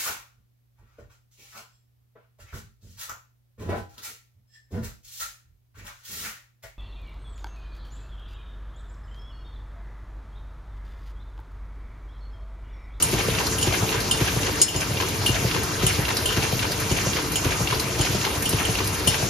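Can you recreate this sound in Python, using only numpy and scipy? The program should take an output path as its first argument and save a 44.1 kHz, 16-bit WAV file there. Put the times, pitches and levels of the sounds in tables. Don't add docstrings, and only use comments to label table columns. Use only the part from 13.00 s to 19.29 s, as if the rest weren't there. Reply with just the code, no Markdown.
import sys
import numpy as np
from scipy import signal
from scipy.fft import rfft, irfft, next_fast_len
from scipy.io import wavfile

SR = 44100
rng = np.random.default_rng(int(sys.argv[2]) if len(sys.argv) > 2 else 0)


def file_out(sig):
    cols = np.atleast_2d(sig).T
    lim = np.clip(cols, -1, 1)
    pcm = np.round(lim * 32767).astype(np.int16)
    wavfile.write(sys.argv[1], SR, pcm)


N = 277389
TIME = np.arange(N) / SR
FIRST_STROKE_S, CYCLE_S, RETURN_DELAY_S = 0.132, 0.5403, 0.152
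STROKES_S = np.arange(FIRST_STROKE_S, N / SR, CYCLE_S)


def from_db(db):
    return 10 ** (np.asarray(db) / 20)


def rms_one(x):
    return x / np.sqrt(np.mean(x ** 2) + 1e-20)


def at_hz(points, hz):
    table_hz, values = np.array(points).T
    return np.interp(np.log(hz), np.log(table_hz), values)


def add(out, s, sound):
    i = int(round(s * SR))
    a, b = max(i, 0), min(i + sound.shape[-1], N)
    if b > a:
        out[..., a:b] += sound[..., a - i:b - i]


def drift(rate_hz):
    r = np.exp(-80 * np.pi * rate_hz / SR)
    noise = rng.standard_normal(N // 40 + 2002)
    slow = signal.lfilter([1], [1, -2 * r, r * r], noise)[2000:]
    return np.interp(np.arange(N) / 40, np.arange(len(slow)), rms_one(slow))


def band(x, low_hz, high_hz):
    edges = [low_hz, min(high_hz, .45 * SR)]
    return signal.sosfilt(signal.butter(2, edges, "band", fs=SR, output="sos"), x)


def ring(clicks, hz, t60):
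    r, w = from_db(-60 / (t60 * SR)), 2 * np.pi * hz / SR
    return signal.lfilter([0, np.sin(w)], [1, -2 * r * np.cos(w), r * r], clicks + 1e-18)


# (f/Hz, likeness 0 to 1)
LIKENESS = [(50, 0.97), (250, 0.86), (500, 0.54), (700, 0.39), (2000, 0.42), (4000, 0.51), (6500, 0.52),
            (8000, 0.09), (12000, 1)]


def spread(pair, hz):
    alike = np.clip(at_hz(LIKENESS, hz), 0, .999)
    mid = np.sqrt((1 + alike) / 2) * pair[0]
    side = np.sqrt((1 - alike) / 2) * pair[1]
    return mid + side * np.array([[1], [-1]])


def grains(per_s, size_db):
    sizes = from_db(size_db * np.minimum(rng.exponential(1, (2, N)), 4))
    sizes *= rng.choice([-1, 1], (2, N))
    return rms_one(sizes * (rng.random((2, N)) < per_s / SR)) + 1e-18


def crack(low_hz, high_hz, t60):
    t = TIME[:SR // 5]
    noise = rms_one(band(rng.standard_normal((2, len(t))), low_hz, high_hz))
    return spread(noise, np.sqrt(low_hz * high_hz)) * from_db(-60 * t / t60)


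# (f/Hz before stiffness, relative level/dB, delay t/s, swell t/s)
FRAME_THUMP_MODES = [(66.6, -15, 0.0014, 0.016), (102.5, 1, 0.00087, 0.0057), (163, -2.5, -.001, 0.006),
                     (207.4, -23, -.001, 0.0044)]
FRAME_KNOCK_MODES = [(297, -11.5, -.003, 0.0094), (379, 1.5, -.002, 0.0035), (630, -16.5, -.001, 0.0023)]
STROKE_DRIFT_DB_PER_S = -0.06


def strokes(times, thump_db, knock_db, stiffness, scatter, vary_db):
    out, t = np.zeros(N), TIME[:SR // 8]
    for s in times:
        for modes, level in ((FRAME_THUMP_MODES, thump_db), (FRAME_KNOCK_MODES, knock_db)):
            level = level + STROKE_DRIFT_DB_PER_S * s + vary_db * rng.normal()
            for hz, mode_db, delay, swell in modes:
                pitch = hz * stiffness * np.exp(scatter * rng.normal())
                shape = t / swell * np.exp(1 - t / swell)
                add(out, s + delay, from_db(level + mode_db) * shape * np.sin(2 * np.pi * pitch * t))
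    return out


# (t/s from the forward stroke, swell t/s, centre f/Hz, width/octaves,
# relative level/dB)
RASP_BURSTS = [(-.012, 0.0082, 1980, 1.8, -28), (-.006, 0.0099, 330, 0.95, -29),
               (.03, .006, 1500, 1.2, -34.5), (.049, 0.0044, 2700, .4, -28), (.05, .012, 5540, 0.7, -32.5),
               (.055, 0.0065, 730, 0.26, -32), (0.063, 0.0056, 2020, .52, -26.5),
               (0.073, 0.0041, 1170, 1.06, -29), (.1505, 0.0033, 560, 0.36, -26),
               (0.166, 0.0015, 790, 0.21, -34), (.247, 0.0028, 1300, 1.1, -26),
               (0.253, 0.0028, 1900, 1.2, -23.5), (.262, 0.014, 384, 0.36, -32),
               (0.268, 0.0038, 940, .25, -26), (.269, 0.0046, 2200, 0.98, -30),
               (.279, 0.002, 1150, 0.51, -28.5)]


def rasps(level_db, vary_db, chatter_db, ring_db, per_s, size_db):
    out, size = 0, next_fast_len(N)
    hz = np.maximum(np.arange(size // 2 + 1) * SR / size, 1)
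    body = 1
    for mode_hz, width_hz, _ in BOWL_MODES:
        body = body + from_db(ring_db) / (1 + 2j * (hz - mode_hz) / width_hz)
    for delay, swell_s, centre_hz, octaves, rasp_db in RASP_BURSTS:
        colour = body * np.exp(-.5 * (np.log2(hz / centre_hz) / octaves) ** 2)
        scrapes = grains(per_s, size_db) * from_db(chatter_db * drift(72))
        grit = rms_one(irfft(rfft(scrapes, size) * colour, size)[:, :N])
        force, age = np.zeros(N), TIME[:SR // 4] / swell_s
        for s, strong in zip(STROKES_S, rng.standard_normal(len(STROKES_S))):
            add(force, s + delay, from_db(rasp_db + vary_db * strong) * age * np.exp(1 - age))
        out = out + force * spread(grit, centre_hz)
    return from_db(level_db) * out


# (f/Hz, relative level/dB, t60/s)
STOP_MODES = [(2776, 1, 0.056), (2700, -6, 0.041), (2270, -14, 0.066)]
TAP_DELAY_S = .2187


def taps(level_db, vary_db, crack_db, crack_t60):
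    clicks, out = np.zeros((2, N)), np.zeros((2, N))
    for s in STROKES_S + TAP_DELAY_S:
        force = from_db(level_db + vary_db * rng.normal())
        add(clicks, s, force * spread((1, rng.normal()), STOP_MODES[0][0]))
        add(out, s, force * from_db(crack_db) * crack(2100, 4500, crack_t60))
    for hz, mode_db, t60 in STOP_MODES:
        out += from_db(mode_db) * ring(clicks, hz, t60)
    return out


def chatter(s, bounce_db, bounce_s):
    gaps = bounce_s * (.5 + rng.random(2))
    return [(s, 0), (s + gaps[0], bounce_db), (s + gaps.sum(), 2 * bounce_db)]


# (t/s, then relative level/dB near each of the six frequencies below)
LANDINGS = [(0.024, -23.5, -35, -28, -22, -10.5, -22), (0.114, -42, -45, -45, -31, -34, -34),
            (0.5834, -26, -38, -43, -34, -20, -33), (0.613, -26, -36, -36, -30, -30, -33),
            (0.626, -23, -32, -34, -23, -20, -38), (1.1109, -16, -26, -37, -21.5, -15.5, -28),
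            (1.172, -29, -48, -45, -33, -31, -41), (1.6157, -21, -21, -22, -9, -5.5, -19),
            (1.683, -18, -48, -44, -26, -32, -32), (1.761, -28, -30, -42, -23, -23, -35),
            (1.804, -36, -46, -48, -42, -22, -40), (2.2623, -15, -47, -45, -27, -17, -26),
            (2.291, -26, -45, -45, -34, -37, -40), (2.865, -20.5, -34, -29, -24, -14, -25),
            (3.257, -19.5, -35, -40, -27.5, -18, -30), (3.29, -21.5, -48, -46, -36, -39, -46),
            (3.3254, -22.5, -52, -52, -39, -35, -36), (3.914, -24.5, -42, -42, -29, -29, -39),
            (4.3572, -21.5, -35, -37, -24, -19, -30), (5.011, -23, -34, -39, -24.5, -22, -39),
            (5.4555, -19.5, -38, -32, -32, -19, -33), (5.651, -21.5, -45, -43, -36, -22, -35),
            (6.074, -15.5, -28.5, -25.5, -24, -12, -23)]
LANDING_BANDS_HZ = [3000, 5120, 5500, 7000, 8400, 11000]
# (low f/Hz, high f/Hz)
CRACK_BANDS_HZ = [(2700, 3250), (3800, 5300), (5300, 6400), (6500, 7600), (7700, 9400), (9400, 14000)]
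# (relative level/dB, t60/s)
CRACK_DECAYS = [(-6.5, .055), (-12, .04), (-14, .04), (-5, .1), (-4, .08), (-3, .071)]
# (f/Hz, relative level/dB, t60/s)
METAL_MODES = [(2821, -5, .17), (2900, -8, .07), (3010, -6, .07), (3075, -8, .1), (3143, -6, .14),
               (3402, -15, .2), (3585, -11, .3), (3946, -11, .15), (4274, -7, .25), (4468, -11, .2),
               (4768, -7, .25), (5120, 0, .48), (5496, -2.5, .42), (5965, -9, .12), (6440, -12, .2),
               (6713, -11, .25), (6896, -2, .14), (6993, -5, .11), (7320, -7, .1), (7660, -6, .08),
               (8000, -3, .07), (8570, 0, .11), (9120, -5, .1), (9450, -8, .08), (9905, -9, .08),
               (10470, -9, .12), (11020, -7, .13), (11650, -10, .1)]


def clinks(ring_db, vary_db, apart, bounce_db, bounce_s):
    out = np.zeros((2, N))
    for hz, mode_db, t60 in METAL_MODES:
        clicks = np.zeros((2, N))
        for s, *levels in LANDINGS:
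            landing_db = at_hz(list(zip(LANDING_BANDS_HZ, levels)), hz)
            level = landing_db + ring_db + mode_db + vary_db * rng.normal()
            signs = rng.choice([-1, 1], 2) * np.array([1, apart])
            add(clicks, s, from_db(level) * spread(signs, hz))
        out += ring(clicks, hz, t60)
    for s, *levels in LANDINGS:
        for at, loss_db in chatter(s, bounce_db, bounce_s):
            for level, (low, high), (crack_db, t60) in zip(levels, CRACK_BANDS_HZ, CRACK_DECAYS):
                add(out, at, from_db(level + loss_db + crack_db) * crack(low, high, t60))
    return out


# (t/s, reference level/dB, treble level/dB from the reference)
METAL_TICKS = [(2.634, -17.5, -9), (3.8003, -12, -13.5), (4.3194, -9.5, -15), (5.423, -17, -2.5),
               (5.492, -19.5, 1.5), (5.5244, -22, -9), (5.8434, -8, -18), (5.8732, -3.5, -18.5)]
TICK_BODY_DB = -29
# (t/s, reference level/dB)
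LATCH_SNAPS = [(0.467, -14), (1.0032, -17), (2.086, -17.5), (3.168, -12.5), (3.7187, -15.5), (4.797, -13)]
SNAP_BODY_DB, SNAP_TREBLE_DB = -14.5, -10
STIR_FROM_S, TOUCHES_PER_S, TOUCH_BODY_DB, TOUCH_TREBLE_DB = 3.7, 2.9, -53, -36


def contacts():
    latch = [(s, db + SNAP_BODY_DB, db + SNAP_TREBLE_DB) for s, db in LATCH_SNAPS]
    metal = [(s, db + TICK_BODY_DB, db + treble_db) for s, db, treble_db in METAL_TICKS]
    stirred = TIME[(rng.random(N) < TOUCHES_PER_S / SR) & (TIME > STIR_FROM_S)]
    touches = [(s, TOUCH_BODY_DB, TOUCH_TREBLE_DB) for s in stirred]
    return latch + metal + touches


def ticks(ring_db, ring_t60, low_db, high_db, glint_db, clack_db, t60):
    out, t = np.zeros((2, N)), TIME[:SR // 5]
    for s, low, treble in contacts():
        notes = sum(np.sin(2 * np.pi * hz * np.exp(.02 * rng.normal()) * t) for hz in (4100, 4750))
        body = from_db(low + low_db) * crack(3900, 5600, t60)
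        edge = from_db(treble + high_db) * crack(6500, 14500, t60)
        glint = from_db(treble + glint_db) * crack(7900, 9600, t60)
        clack = from_db(low + clack_db) * crack(980, 3600, t60 / 2)
        add(out, s, from_db(low + ring_db - 60 * t / ring_t60) * notes)
        add(out, s, body + edge + glint + clack)
    return out


# (f/Hz, width f/Hz, relative level/dB)
BOWL_MODES = [(1008, 40, -10), (1600, 39, -7), (2163, 27, -8), (2385, 43, -3), (2760, 89, -2.5),
              (3143, 43, -7), (4350, 40, -12), (6390, 230, -11.5)]


def bowl(ring_db, patter_db, per_s, size_db):
    hops = grains(per_s, size_db)
    out = from_db(patter_db) * spread(rms_one(band(hops, 1400, 12400)), 5000)
    for hz, width_hz, level_db in BOWL_MODES:
        tone = rms_one(signal.lfilter(*signal.iirpeak(hz, hz / width_hz, SR), hops))
        out += from_db(ring_db + level_db) * spread(tone, hz)
    return out


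# (f/Hz, level/dB, wander f/Hz)
HUM_TONES = [(48.7, -48, 1.58), (75.1, -44, 3.36), (100.6, -38.5, 0.72), (125, -42.5, 2.24),
             (299.7, -42.5, 0.27), (368, -44.5, 3.79), (448, -42, 2.5), (523, -58, 1.1), (947, -50.5, 1.22),
             (1012, -52.5, 0.96)]


def hum(rough):
    out = 0
    for hz, level_db, wander_hz in HUM_TONES:
        phase = 2 * np.pi * np.cumsum(hz + wander_hz * drift(3.94)) / SR
        tone = (1 + rough * drift(22.0)) * np.sin(phase) + rough * drift(5.7) * np.cos(phase)
        out = out + from_db(level_db) * rms_one(tone)
    return out


# (f/Hz, relative level/dB per Hz)
DIN_COLOUR = [(25, -32), (38, -32), (50, -2), (100, 0), (170, -2.5), (230, -8), (400, -7.5), (620, -11.5),
              (1300, -12.5), (3000, -16.5), (6500, -16), (8500, -14.5), (10000, -24.5), (13000, -24),
              (15500, -32)]


def din(level_db, flicker_db, treble_flicker_db, surge_db, surge_delay_s):
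    surge = np.cos(2 * np.pi * (TIME - FIRST_STROKE_S - surge_delay_s) / CYCLE_S)
    edges = 22 * 2 ** np.arange(0, 10, .5)
    out, white = 0, rng.standard_normal((2, 2, N))
    for k, (low, high) in enumerate(zip(edges, edges[1:])):
        hz = np.sqrt(low * high)
        flicker = np.interp(hz, [1000, 4000], [flicker_db, treble_flicker_db])
        level = at_hz(DIN_COLOUR, hz) + flicker * drift(15.0) + surge_db * surge * min(hz / 3000, 1)
        out = out + from_db(level) * spread(band(white[k % 2], low, high), hz)
    return from_db(level_db) * rms_one(out)


ROOM_T60_S = 0.42


def workshop(x):
    t = TIME[:SR // 2]
    tail = rng.standard_normal((2, len(t))) * from_db(-60 * t / ROOM_T60_S) * (t > .008)
    tail = spread(band(tail, 73, 750), 200) + spread(band(tail, 680, 14000), 2000)
    return signal.fftconvolve(x, tail / np.sqrt(np.sum(tail ** 2) / 2), axes=1)[:, :N]


DIP_START_S, DIP_FALL_S, DIP_RECOVER_S, DIP_DB = 1.613, 0.042, 0.19, -7


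def dip():
    t = TIME - DIP_START_S
    fall = np.clip(t / DIP_FALL_S, 0, 1)
    recovery = np.exp(-np.maximum(t - DIP_FALL_S, 0) / DIP_RECOVER_S)
    return from_db(DIP_DB * fall * recovery)


def scene():
    frame = strokes(STROKES_S, thump_db=-15.3, knock_db=-21.5, stiffness=.95, scatter=.03, vary_db=.4)
    frame += strokes(STROKES_S + RETURN_DELAY_S, thump_db=-18.5, knock_db=-27.5,
                     stiffness=1.11, scatter=.035, vary_db=1)
    rattle = rasps(level_db=1.3, vary_db=.8, chatter_db=1.5, ring_db=2, per_s=1400, size_db=2)
    rattle += taps(level_db=-25, vary_db=1, crack_db=0, crack_t60=.06)
    rattle += bowl(ring_db=-44.5, patter_db=-44.5, per_s=700, size_db=2.5)
    parts = clinks(ring_db=-.8, vary_db=2, apart=.92, bounce_db=-5.5, bounce_s=.004)
    parts += ticks(ring_db=1.5, ring_t60=0.07, low_db=2.0, high_db=-4.0, glint_db=-2, clack_db=-1, t60=0.082)
    steady = hum(rough=0.59)
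    steady = steady + din(level_db=-26.5, flicker_db=2.5, treble_flicker_db=2.27,
                          surge_db=0.8, surge_delay_s=0.14)
    echo = from_db(-6.0) * workshop(rattle + (frame + parts) / 2)
    return (frame + rattle + parts + echo + steady) * dip()


# (f/Hz, phase/rad by which left leads)
CHANNEL_PHASE = [(0, 0), (3100, 0.5), (6370, -0.3), (7670, -3.0), (8870, -3.1), (9820, -6.0), (13000, -6.4),
                 (13600, -6.6), (13900, -9.4), (15300, -9.4)]
CEILING, CUTOFF_HZ = .7, 15650


def record(dry):
    dry = signal.sosfilt(signal.butter(4, 40, "high", fs=SR, output="sos"), dry)
    dry = dry / (1 + (dry / CEILING) ** 6) ** (1 / 6)
    size = next_fast_len(N + 2048)
    hz = np.arange(size // 2 + 1) * SR / size
    left, right = rfft(dry, size)
    width = np.interp(hz, [6600, 7800], [1, .1])
    mid, side = (left + right) / 2, width * (left - right) / 2
    lean_db = 0.58 * width
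    lead = np.interp(hz, *np.transpose(CHANNEL_PHASE))
    left = (mid + side) * from_db(lean_db)
    right = (mid - side) * from_db(-lean_db) * np.exp(-1j * lead)
    top_cut = np.sqrt(1 + (hz / CUTOFF_HZ) ** 800)
    return irfft(np.array([left, right]) / top_cut, size)[:, :N]


dry = scene()
out = record(dry)
file_out(out)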